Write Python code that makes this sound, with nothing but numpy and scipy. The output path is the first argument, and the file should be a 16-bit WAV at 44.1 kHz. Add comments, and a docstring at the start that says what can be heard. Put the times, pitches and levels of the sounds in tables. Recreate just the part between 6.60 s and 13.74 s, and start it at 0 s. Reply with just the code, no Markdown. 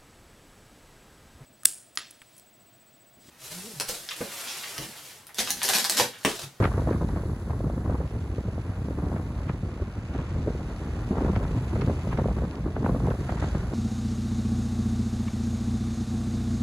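"""A tornado passes a town, heard from a high balcony. A hard gust opens: eddies slap, whip and
thump the microphone port over a deep rumble and a flutter of small eddies. From about 1 s the slaps
thin out, with brief calms between. From 4.5 s gusts and slaps crowd in again; the steady wind
peaks near 6.3 s, then drops. Behind it all the far funnel roars, trees hiss and blown grit ticks."""
import sys
import numpy as np
from scipy import signal
from scipy.fft import rfft, irfft, next_fast_len
from scipy.io import wavfile
from scipy.ndimage import uniform_filter1d, minimum_filter1d, map_coordinates

SR = 44100
rng = np.random.default_rng(int(sys.argv[2]) if len(sys.argv) > 2 else 0)


def store_pcm(level_fs):
    """Save levels as 16-bit WAV."""
    pcm = np.round(np.clip(level_fs, -1, 1) * 32767).astype(np.int16)
    wavfile.write(sys.argv[1], SR, np.atleast_2d(pcm).T)


N = 314874
TIME_S = np.arange(N) / SR
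EVENT_S = np.arange(-SR // 16, SR // 16) / SR  # time axis around one event
PAD = len(EVENT_S)

# Table levels are relative; the functions add trims.
# steady wind (time [s], level [dB])
STEADY_WIND = [(0.0, -29.5), (0.87, -30.5), (1.11, -31), (1.95, -32), (2.44, -32.5), (3.4, -31),
               (3.76, -32), (4.24, -30), (4.71, -30.5), (5.73, -27.5), (5.85, -30.5), (6.08, -28.5),
               (6.35, -22.5), (6.6, -30), (7.14, -36)]
# gusts (start [s], length [s], level [dB], tearing level [dB])
WIND_GUSTS = [(0, 0.058, -19, -27.5), (0.105, 0.11, -38, -35), (0.262, 0.09, -26, -32.5),
              (0.408, 0.039, -36, -35), (0.556, 0.021, -32, -32), (0.697, 0.027, -38.5, -58),
              (0.897, 0.037, -47, -34), (1.041, 0.058, -28.5, -44), (1.163, 0.017, -26, -52),
              (1.241, 0.12, -30.5, -37.5), (1.395, 0.026, -34.5, -40), (1.74, 0.069, -36, -50),
              (2.247, 0.099, -36, -53), (2.373, 0.23, -34.5, -42.5), (2.776, 0.063, -51, -46),
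              (3.548, 0.044, -36, -42), (3.744, 0.036, -41, -54), (3.847, 0.047, -28.5, -52),
              (4.503, 0.028, -27.5, -38), (4.542, 0.16, -27, -31.5), (4.73, 0.13, -33, -39.5),
              (4.91, 0.077, -37, -55), (5.133, 0.045, -29.5, -47), (5.2, 0.027, -32, -52),
              (5.275, 0.034, -23, -43), (5.47, 0.061, -52, -57), (5.578, 0.049, -33, -38),
              (5.67, 0.038, -27, -41), (5.765, 0.1, -33, -40.5), (6.052, 0.027, -30, -47),
              (6.23, 0.125, -25, -37), (6.416, 0.11, -29.5, -35.5), (6.669, 0.11, -36, -46),
              (6.815, 0.05, -30, -50), (6.948, 0.079, -39, -56), (7.107, 0.033, -31.5, -53)]
# brief calms (time [s], half-width [s], gain [dB])
WIND_CALMS = [(0.108, 0.01, -4), (0.24, 0.009, -2), (0.8, 0.023, -5), (1.267, .007, -13), (1.5, 0.023, -2),
              (1.6, 0.0067, -9), (1.76, 0.015, -17), (1.824, 0.012, -22), (1.915, 0.0099, -14),
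              (2.033, 0.016, -12), (2.15, 0.018, -5), (2.269, 0.009, -9), (2.328, 0.013, -4),
              (2.64, 0.017, -2), (2.73, 0.0065, -2), (2.99, 0.045, -7), (3.16, 0.025, -2.5),
              (3.33, 0.044, -8), (3.42, 0.035, -7), (3.67, 0.028, -4.5), (4.15, 0.083, -1.5),
              (4.8, 0.012, -13), (4.893, .011, -2), (5.07, 0.03, -3), (5.122, .009, -5), (5.41, 0.04, -4.5),
              (6.14, 0.027, -5.5), (6.377, 0.015, -5), (6.57, 0.0092, -11), (6.654, 0.011, -7)]
# rumble swell (time [s], level [dB])
RUMBLE_SWELL = [(0.0, -25), (0.55, -29), (0.59, -32), (0.73, -28), (0.77, -34.5), (0.89, -29.5),
                (1.27, -30.5), (1.29, -27.5), (1.47, -28.5), (1.49, -45), (1.55, -27.5), (1.67, -31.5),
                (2.96, -31), (2.98, -30.5), (3.04, -29.5), (3.18, -36), (3.22, -32), (3.26, -34),
                (3.8, -29.5), (4.24, -34), (4.26, -30), (4.63, -31), (4.67, -25), (4.75, -28), (5.37, -28),
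                (5.43, -29.5), (5.47, -28), (5.83, -27), (5.97, -41), (6.01, -30.5), (6.5, -27.5),
                (6.54, -30), (6.98, -27), (7.14, -30.5)]
# hard eddies (time [s], level [dB], flap pitch [Hz], crack re level [dB])
SLAP_EDDIES = [(0.002, -19, 500, -22), (0.024, -15, 760, -20), (0.033, -19, 520, -21),
               (0.056, -19, 380, -18), (0.074, -29, 700, -18), (0.117, -24.5, 900, -24),
               (0.136, -28, 800, -18), (0.178, -16, 533, -32), (0.219, -20.5, 480, -33),
               (0.272, -15.5, 640, -29), (0.31, -12, 430, -33), (0.328, -24, 544, -19),
               (0.346, -27, 600, -29), (0.489, -22.5, 750, -27), (0.561, -22.5, 660, -20.5),
               (0.634, -22.5, 457, -41), (0.905, -23, 740, -23.5), (0.932, -38, 810, -27),
               (1.005, -18.5, 525, -44), (1.064, -26, 426, -32), (1.098, -20, 590, -38),
               (1.179, -22, 440, -38), (1.276, -25, 490, -31), (1.297, -16, 580, -32),
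               (1.31, -23, 473, -38), (1.344, -26, 490, -30), (1.403, -18, 460, -42),
               (1.7816, -20, 460, -34), (1.979, -23, 605, -30), (2.284, -18, 433, -44),
               (2.516, -23, 650, -38), (2.562, -22, 600, -22), (3.031, -23.5, 475, -50),
               (3.199, -24, 510, -43), (3.548, -24, 645, -23), (3.587, -24, 473, -21),
               (3.863, -21, 400, -44), (3.873, -14, 525, -48), (3.904, -23, 480, -50),
               (3.95, -24, 410, -45), (4.511, -26, 700, -34), (4.554, -22, 705, -29),
               (4.567, -20, 447, -39), (4.571, -18.5, 905, -29), (4.607, -18, 700, -31),
               (4.619, -15, 360, -40), (4.631, -21, 447, -38), (4.647, -12.5, 438, -35),
               (4.658, -22, 750, -35), (4.681, -19.5, 546, -27), (4.766, -26, 950, -28),
               (4.851, -23.5, 800, -21), (5.156, -20, 686, -23), (5.163, -22, 560, -35),
               (5.296, -13, 530, -35), (5.306, -27, 426, -34), (5.471, -20.5, 560, -35),
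               (5.574, -26.5, 1300, -17), (5.586, -13.5, 584, -32), (5.591, -18, 553, -43),
               (5.595, -16, 630, -38), (5.616, -19, 450, -45), (5.642, -23, 820, -28),
               (5.6575, -11, 500, -55), (5.684, -18, 630, -35), (5.692, -25, 560, -35),
               (5.712, -23.5, 695, -36), (5.82, -17.5, 490, -48), (5.836, -18, 406, -48),
               (6.245, -18, 596, -22.5), (6.276, -22, 716, -36), (6.289, -21, 517, -36),
               (6.328, -21, 430, -41), (6.347, -17, 540, -38), (6.36, -21, 480, -45),
               (6.402, -24.5, 820, -28), (6.456, -18.5, 427, -33), (6.472, -18.5, 760, -33),
               (6.484, -14, 395, -42), (6.508, -16.5, 520, -24), (6.539, -24, 470, -37),
               (6.693, -15.5, 656, -21), (6.722, -19.5, 613, -29), (6.774, -27, 800, -15),
               (6.824, -19, 640, -17), (6.841, -19.5, 680, -28), (6.948, -20, 560, -23)]
# large eddies (time [s], level [dB], pitch [Hz])
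THUMP_EDDIES = [(0.014, -12, 133), (0.071, -22.5, 170), (0.176, -21, 102), (0.221, -24, 140),
                (0.284, -16.5, 129), (0.447, -18, 161), (0.538, -18, 91), (0.612, -29, 150),
                (0.716, -26, 91.5), (0.905, -24, 79.5), (0.951, -23, 80), (0.995, -25, 170),
                (1.068, -17, 119), (1.138, -22.5, 149), (1.284, -20, 96.5), (1.325, -21, 98),
                (1.569, -21, 85), (1.725, -26, 72), (1.791, -20, 90), (1.862, -22, 170), (1.886, -18, 110),
                (1.999, -22.5, 103), (2.101, -24, 80), (2.215, -23, 97), (2.287, -16.5, 210),
                (2.436, -20.5, 169), (2.466, -26, 85), (2.551, -21, 150), (2.791, -25, 79.6),
                (2.871, -20.5, 152), (2.902, -21, 146), (2.941, -24, 130), (3.038, -20, 95),
                (3.226, -18, 78), (3.385, -24.5, 94), (3.555, -19, 223), (3.596, -19.5, 124),
                (3.759, -22.5, 75), (3.789, -21.5, 151), (3.84, -28, 150), (3.88, -22, 195),
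                (3.906, -23, 155), (3.956, -22, 180), (4.01, -22, 149), (4.423, -26, 149),
                (4.511, -14.5, 215), (4.62, -13.5, 240), (4.667, -23, 110), (4.703, -18, 168),
                (4.737, -21.5, 140), (4.776, -16, 102), (4.924, -21.5, 160), (4.971, -17, 107),
                (5.152, -22, 90), (5.224, -20, 220), (5.246, -15, 121), (5.283, -14.5, 146),
                (5.478, -23, 152), (5.583, -18, 170), (5.616, -17.5, 169), (5.651, -20, 130),
                (6.01, -23, 152), (6.249, -15.5, 199), (6.294, -22, 141), (6.325, -19.5, 150),
                (6.426, -22.5, 150), (6.445, -16, 135), (6.484, -16.5, 164), (6.593, -26, 160),
                (6.843, -19.5, 168), (6.877, -19, 111), (6.956, -19, 107)]
# sweeping eddies (time [s], level [dB], top pitch [Hz], fall time [s], hiss re level [dB])
WHIP_EDDIES = [(0.045, -20.5, 4500, 0.0027, -17), (0.0553, -17.5, 3500, .0025, -14),
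               (2.897, -27.5, 2880, 0.00262, -10.5), (4.7632, -25.5, 2800, .0023, -11),
               (5.2205, -29.5, 3160, .004, -10), (5.5295, -28.5, 2200, 0.00287, -8),
               (6.1656, -25, 1610, 0.0028, -19.5), (6.2634, -20.5, 1910, 0.00296, -20.5)]
# storm (time [s], tree hiss level [dB], fine spray level [dB])
STORM_LEVELS = [(0.0, -51, -60), (0.05, -58.5, -59.5), (0.12, -57.5, -64.5), (0.67, -62, -67.5),
                (1.21, -63, -69.5), (1.99, -62, -73), (2.56, -62.5, -69), (2.84, -61.5, -73),
                (3.2, -62.5, -75), (3.48, -61, -75), (3.58, -59.5, -75.5), (4.06, -59, -72),
                (5.05, -58, -68), (5.49, -57, -68.5), (6.03, -62.5, -72), (6.22, -60.5, -73.5),
                (6.27, -60, -66.5), (6.45, -60, -66.5), (6.7, -57, -67.5), (6.84, -53.5, -71),
                (7.14, -57.5, -67.5)]
# treetop rustle (time [s], level [dB])
RUSTLE_LEVELS = [(0, -72), (0.3, -64), (0.65, -70), (1.18, -71), (1.3, -63.5), (2.7, -63), (3.45, -60.5),
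                 (3.58, -55), (3.76, -59), (3.86, -61), (4.4, -59.5), (5.5, -56), (6.05, -63.5),
                 (6.8, -60.5), (7.14, -63)]
# grit impacts (time [s], level [dB])
GRIT_TICKS = [(0.0407, -32), (0.054, -39), (1.476, -50), (4.761, -41), (5.212, -40), (5.2172, -40),
              (5.574, -42), (5.911, -43), (5.954, -46), (6.503, -45)]
# near spectra (frequency [Hz], density [dB])
RUMBLE_SPECTRUM = [(15, -51), (25, -48), (33, -15), (42, -5.5), (55, 1.5), (78, 0.5), (100, -2.5),
                   (140, -6.5), (200, -13), (300, -29.5), (600, -54), (1200, -110)]
FLUTTER_SPECTRUM = [(50, -72), (110, -8), (190, 1), (280, -1), (400, -6), (600, -15.5), (900, -26),
                    (1600, -36.5), (4000, -100)]
RASP_SPECTRUM = [(200, -0.5), (450, 7), (650, 3), (850, 0.5), (1100, 3), (1350, -5.5), (1700, -11.5),
                 (2300, -28), (3300, -34), (6000, -40), (14000, -93)]
CRACK_SPECTRUM = [(300, -37), (800, -7), (1300, 15), (2000, 8), (3000, -7), (5000, -15), (12000, -65)]
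CHIRP_HISS_SPECTRUM = [(400, -28), (900, 4), (1500, 2), (2000, -1.5), (2750, -7.5), (3150, -12),
                       (5000, -29), (12000, -62)]
GRIT_SPECTRUM = [(1000, -13), (2200, 10), (3500, 2), (5000, 0.5), (7000, -17), (10000, -61), (15000, -45)]
# far spectra (frequency [Hz], density [dB])
ROAR_SPECTRUM = [(60, -5), (250, 6.5), (500, 5.5), (800, 3.5), (1100, 0.5), (1400, 0.5), (2000, -6),
                 (2800, -17), (4000, -25), (8000, -64)]
HISS_SPECTRUM = [(800, 0), (2000, 10.5), (2800, 3.5), (4200, 6), (5500, 3), (8000, -4), (9500, -7.5),
                 (12000, -43), (16000, -58)]
RUSTLE_SPECTRUM = [(1500, -28), (2200, 1.5), (2600, 0.5), (3100, -5), (3700, -11), (5000, -43)]
LEAF_SPECTRUM = [(3500, 2.5), (5200, -9), (6500, 1.5), (8000, -3.5), (9500, -4.5), (13000, -43)]
SPRAY_SPECTRUM = [(3000, -11), (7000, -2), (9500, 2.5), (11000, -1.5), (12400, -4.5), (13200, -7),
                  (14800, -17), (16000, -9)]
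# each port feels its own small eddies (frequency [Hz], left-right coherence [0..1])
PORT_COHERENCE = [(660, 1), (780, .975), (960, .92), (1150, .45), (1500, .3), (2000, .05)]
# far sound takes unequal paths to the ports (frequency [Hz], left-right coherence [0..1])
FAR_COHERENCE = [(700, 1), (1000, 1), (1200, 0.91), (2200, 0.46), (3000, 0.56), (4100, 0.73), (4900, 0.43),
                 (5400, 0.63), (6000, 0.55), (7000, 0.51), (8500, 1), (11000, 0.93), (15000, 1)]
# phase from those paths (frequency [Hz], left lead [rad])
FAR_LEAD = [(1000, 0), (1500, .4), (2000, -.8), (2350, -3.3), (3300, -3.9), (3800, -6.4), (4600, -6.1),
            (5300, -3.2), (6000, -.9), (6700, -.2), (8600, -3.1), (11000, -6.2), (13300, -9.4),
            (15500, -12.5)]


def buffeting():
    """Turbulence on the ports: slow rumble, flutter that follows the flow, tearing at the edge."""
    flow_db = airflow_db()
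    speed = np.minimum(unit(wobble(45) + 0.81 * wobble(140)), 1)  # shared by all eddy sizes
    rumble = even(noise(RUMBLE_SPECTRUM) * amp(1.13 * speed), samples=2200)
    flutter = even(eddies(FLUTTER_SPECTRUM, per_s=450, smooth=0.41) * amp(5.9 * speed), samples=1700)
    rasp = even(eddies(RASP_SPECTRUM, per_s=400, smooth=0.55) * amp(6.5 * speed), samples=2400)
    tear_db = np.transpose(WIND_GUSTS)[3] - 1.5
    tearing = np.hypot(amp(-49.5 + 0.85 * flow_db), gusts(tear_db))
    small_eddies = amp(-38.5 + 1.1 * flow_db) * flutter + tearing * rasp
    rumble_db = curves(RUMBLE_SWELL)[0] + 0.2 + 0.16 * (flow_db - flow_db.mean()) + 0.45 * calms_db()
    return amp(rumble_db) * rumble + lulls() * small_eddies


def airflow_db(usual_db=-33):
    """Stream strength re its usual value: steady wind, less calms, plus gusts."""
    steady = amp(curves(STEADY_WIND)[0] - 2.5 + calms_db())
    gusting = gusts(np.transpose(WIND_GUSTS)[2] + 4.5)
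    return 20 * np.log10(np.hypot(steady, gusting)) - usual_db


def gusts(levels_db, attack_s=0.0034, release_s=0.0081):
    """Joint amplitude of the gusts; each swells, holds and dies away."""
    power = np.zeros(N)
    for (start_s, length_s, *_), db in zip(WIND_GUSTS, levels_db):
        early_s = np.maximum(start_s - TIME_S, 0)
        late_s = np.maximum(TIME_S - start_s - length_s, 0)
        power += (amp(db) * np.exp(-early_s / attack_s - late_s / release_s)) ** 2
    return np.sqrt(power)


def calms_db():
    """The wind briefly drops away."""
    return sum(db * np.exp(-((TIME_S - s) / width_s) ** 2) for s, width_s, db in WIND_CALMS)


def eddies(spectrum, per_s, smooth, lag_cycles=1.1):
    """Random pressure kicks over smooth turbulence; each rolls from small swirls to large."""
    kicks = (rng.random(N) < per_s / SR) * rng.uniform(-1.08, 1, (2, N))
    rolled = filtered(kicks, lambda hz: np.exp(-2j * np.pi * lag_cycles * np.log(hz + 1)))
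    return coloured(unit(rolled) + smooth * rng.standard_normal((2, N)), spectrum)


def lulls(depth_db=-9, lead_s=0.007, half_width_s=0.008):
    """Gain dips: the flow lets go of the port just before each slap and whip."""
    dip = np.zeros(N)
    for s, *_ in [*SLAP_EDDIES, *WHIP_EDDIES]:
        near = slice(max(0, round(s * SR) - SR // 20), round(s * SR) + SR // 20)
        dip[near] += np.exp(-((TIME_S[near] - s + lead_s) / half_width_s) ** 2)
    return amp(depth_db * dip)


def slaps(thud_hz=220, thud_lag_s=0.0013, flap_lag_s=0.002):
    """A hard eddy cracks, flaps for about a cycle, then leaves a lower thud and a dying puff."""
    t = EVENT_S - flap_lag_s
    push, puff, crack = np.zeros((3, N + 2 * PAD))
    phases = rng.uniform(-np.pi, np.pi, (len(SLAP_EDDIES), 2))
    for (s, db, flap_hz, crack_db), (flap_rad, thud_rad) in zip(SLAP_EDDIES, phases):
        at = event_span(s)
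        push[at] += amp(db - 4.5) * swing(t, flap_hz, flap_rad, cycles=0.85)
        push[at] += amp(db - 9) * swing(t - thud_lag_s, thud_hz, thud_rad, cycles=0.8)
        puff_db = db - 4.5 + 0.39 * crack_db  # a clean slap leaves little turbulence
        puff[at] += amp(puff_db) * burst(t, attack_s=0.002, decay_s=0.0057)
        crack[at] += amp(db + crack_db - 0.5) * burst(t, attack_s=0.0065, decay_s=0.013)
    return unpad(push) + unpad(puff) * noise(RASP_SPECTRUM) + unpad(crack) * noise(CRACK_SPECTRUM)


def thumps(stir_s=0.01):
    """A large eddy pushes the port for a cycle or two and stirs up a brief flutter."""
    push, stir = np.zeros((2, N + 2 * PAD))
    for s, db, hz in THUMP_EDDIES:
        at = event_span(s)
        push[at] += amp(db - 1.5) * swing(EVENT_S, hz, rng.uniform(-np.pi, np.pi), cycles=0.72)
        stir[at] += amp(db - 15) * np.exp(-(EVENT_S / stir_s) ** 2)
    return unpad(push) + unpad(stir) * noise(FLUTTER_SPECTRUM)


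def whips(mid_hz=1007, low_hz=350, tilt_db_per_octave=-7.5):
    """An eddy sweeps the port, small swirls first: a falling chirp. Brief midrange hiss surrounds it."""
    push, hiss = np.zeros((2, N + 2 * PAD))
    jitter_rad = np.pad(0.57 * wobble(1200), PAD)
    for s, db, top_hz, fall_s, hiss_db in WHIP_EDDIES:
        at = event_span(s)
        hz = mid_hz * np.exp(np.clip(-EVENT_S / fall_s, -10, 10))
        window = np.exp(-(hz / top_hz) ** 6 - (low_hz / hz) ** 2)
        chirp = np.cos(2 * np.pi * fall_s * hz + rng.uniform(-np.pi, np.pi) + jitter_rad[at])
        push[at] += amp(db + tilt_db_per_octave * np.log2(hz / mid_hz)) * window * chirp
        hiss[at] += amp(db + hiss_db) * burst(EVENT_S + fall_s, attack_s=0.0084, decay_s=0.013)
    return unpad(push) + unpad(hiss) * noise(CHIRP_HISS_SPECTRUM)


def storm():
    """The far funnel roars; nearer trees hiss, more on the right, brighter in strong wind."""
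    far = lambda spectrum: noise(spectrum, FAR_COHERENCE, FAR_LEAD)
    hiss_db, spray_db = curves(STORM_LEVELS)
    swell_db = hiss_db - np.mean(hiss_db)
    roar = amp(-47.5 + 0.8 * swell_db + 1.3 * wobble(18)) * far(ROAR_SPECTRUM)
    shake = amp(0.17 * wobble(25) + 2.37 * wobble(300))
    hiss = amp(hiss_db + 2) * far(HISS_SPECTRUM)
    rustle = amp(curves(RUSTLE_LEVELS)[0]) * far(RUSTLE_SPECTRUM)
    leaves = amp(hiss_db + 0.56 * swell_db - 3) * far(LEAF_SPECTRUM)
    spray = amp(spray_db + 6.5 + 0.42 * wobble(31)) * far(SPRAY_SPECTRUM)
    pan = amp([[-1.2], [1.2]])
    return roar + shake * ((hiss + rustle) * pan + leaves) + spray


def grit(rise_s=0.00071):
    """Blown specks tick on the balcony."""
    hits = np.zeros(N)
    for s, db in GRIT_TICKS:
        hits[round(s * SR)] += amp(db + 2.5)
    age = np.arange(SR // 50) / (rise_s * SR)
    return signal.fftconvolve(hits, age * np.exp(1 - age))[:N] * noise(GRIT_SPECTRUM)


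def swing(t, hz, phase_rad, cycles):
    """Pressure oscillation centred on t = 0, half-width in cycles."""
    return np.exp(-(t * hz / cycles) ** 2) * np.cos(2 * np.pi * hz * t + phase_rad)


def burst(t, attack_s, decay_s):
    """Exponential rise and fall, peak at t = 0."""
    return np.exp(np.minimum(t / attack_s, -t / decay_s))


def event_span(time_s):
    """Indices of one event in a padded track."""
    return round(time_s * SR) + PAD // 2 + np.arange(PAD)


def unpad(track):
    return track[PAD:PAD + N]


def amp(db):
    return 10 ** (np.asarray(db) / 20)


def unit(x):
    """Scale to rms 1."""
    return x / np.sqrt(np.mean(x ** 2) + 1e-20)


def even(x, samples):
    """Hold the running rms near 1; keep faster flutter."""
    power = uniform_filter1d(uniform_filter1d(np.mean(x ** 2, axis=0), samples), samples)
    return x / np.sqrt(np.abs(power) + 1e-9)


def along(points, hz):
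    """Interpolate on a log frequency axis."""
    knots_hz, values = np.transpose(points)
    return np.interp(np.log(hz + 1), np.log(knots_hz + 1), values)


def curves(rows):
    """Per-sample curve of each column after the time."""
    knots_s, *columns = np.transpose(rows)
    return [np.interp(TIME_S, knots_s, column) for column in columns]


def wobble(knots_per_s):
    """Smooth random curve."""
    return map_coordinates(rng.standard_normal(4096), [TIME_S * knots_per_s + 2], mode="mirror")


def filtered(x, response):
    """Apply a frequency response."""
    size = next_fast_len(N + SR // 2)
    return irfft(rfft(x, size) * response(np.fft.rfftfreq(size, 1 / SR)), size)[..., :N]


def coloured(source, spectrum, coherence=PORT_COHERENCE, lead=((0, 0),)):
    """Two signals to a stereo pair of rms 1 with given spectrum, coherence and phase lead."""
    def mid_side_gains(hz):
        angle_rad = np.arccos(np.clip(along(coherence, hz), -1, 1)) / 2
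        return amp(along(spectrum, hz)) * [np.cos(angle_rad), np.sin(angle_rad)]
    mid, side = filtered(source, mid_side_gains)
    shift = lambda hz: np.exp(1j * np.outer([0.5, -0.5], along(lead, hz)))
    return unit(filtered(np.array([mid + side, mid - side]), shift))


def noise(spectrum, coherence=PORT_COHERENCE, lead=((0, 0),)):
    """Steady stereo noise of rms 1."""
    return coloured(rng.standard_normal((2, N)), spectrum, coherence, lead)


def limited(x, samples=150, ceiling_db=-11.5):
    """Duck smoothly around each peak above the ceiling."""
    gain = np.minimum(1, amp(ceiling_db) / (np.abs(x).max(axis=0) + 1e-9))
    held = minimum_filter1d(gain, 2 * samples)
    return x * uniform_filter1d(uniform_filter1d(held, samples), samples)


def scene():
    """Wind on the microphone in front of the storm."""
    return buffeting() + thumps() + slaps() + whips() + grit() + storm()


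def record(dry):
    """Edge fades, limiter, low-pass."""
    fade_s, cutoff_hz = 0.0015, 15750
    edge_s = np.minimum(TIME_S, TIME_S[::-1])
    fade = np.sin(np.pi / 2 * np.minimum(edge_s / fade_s, 1)) ** 2
    return filtered(limited(dry * fade), lambda hz: hz < cutoff_hz)


dry = scene()
out = record(dry)
store_pcm(out)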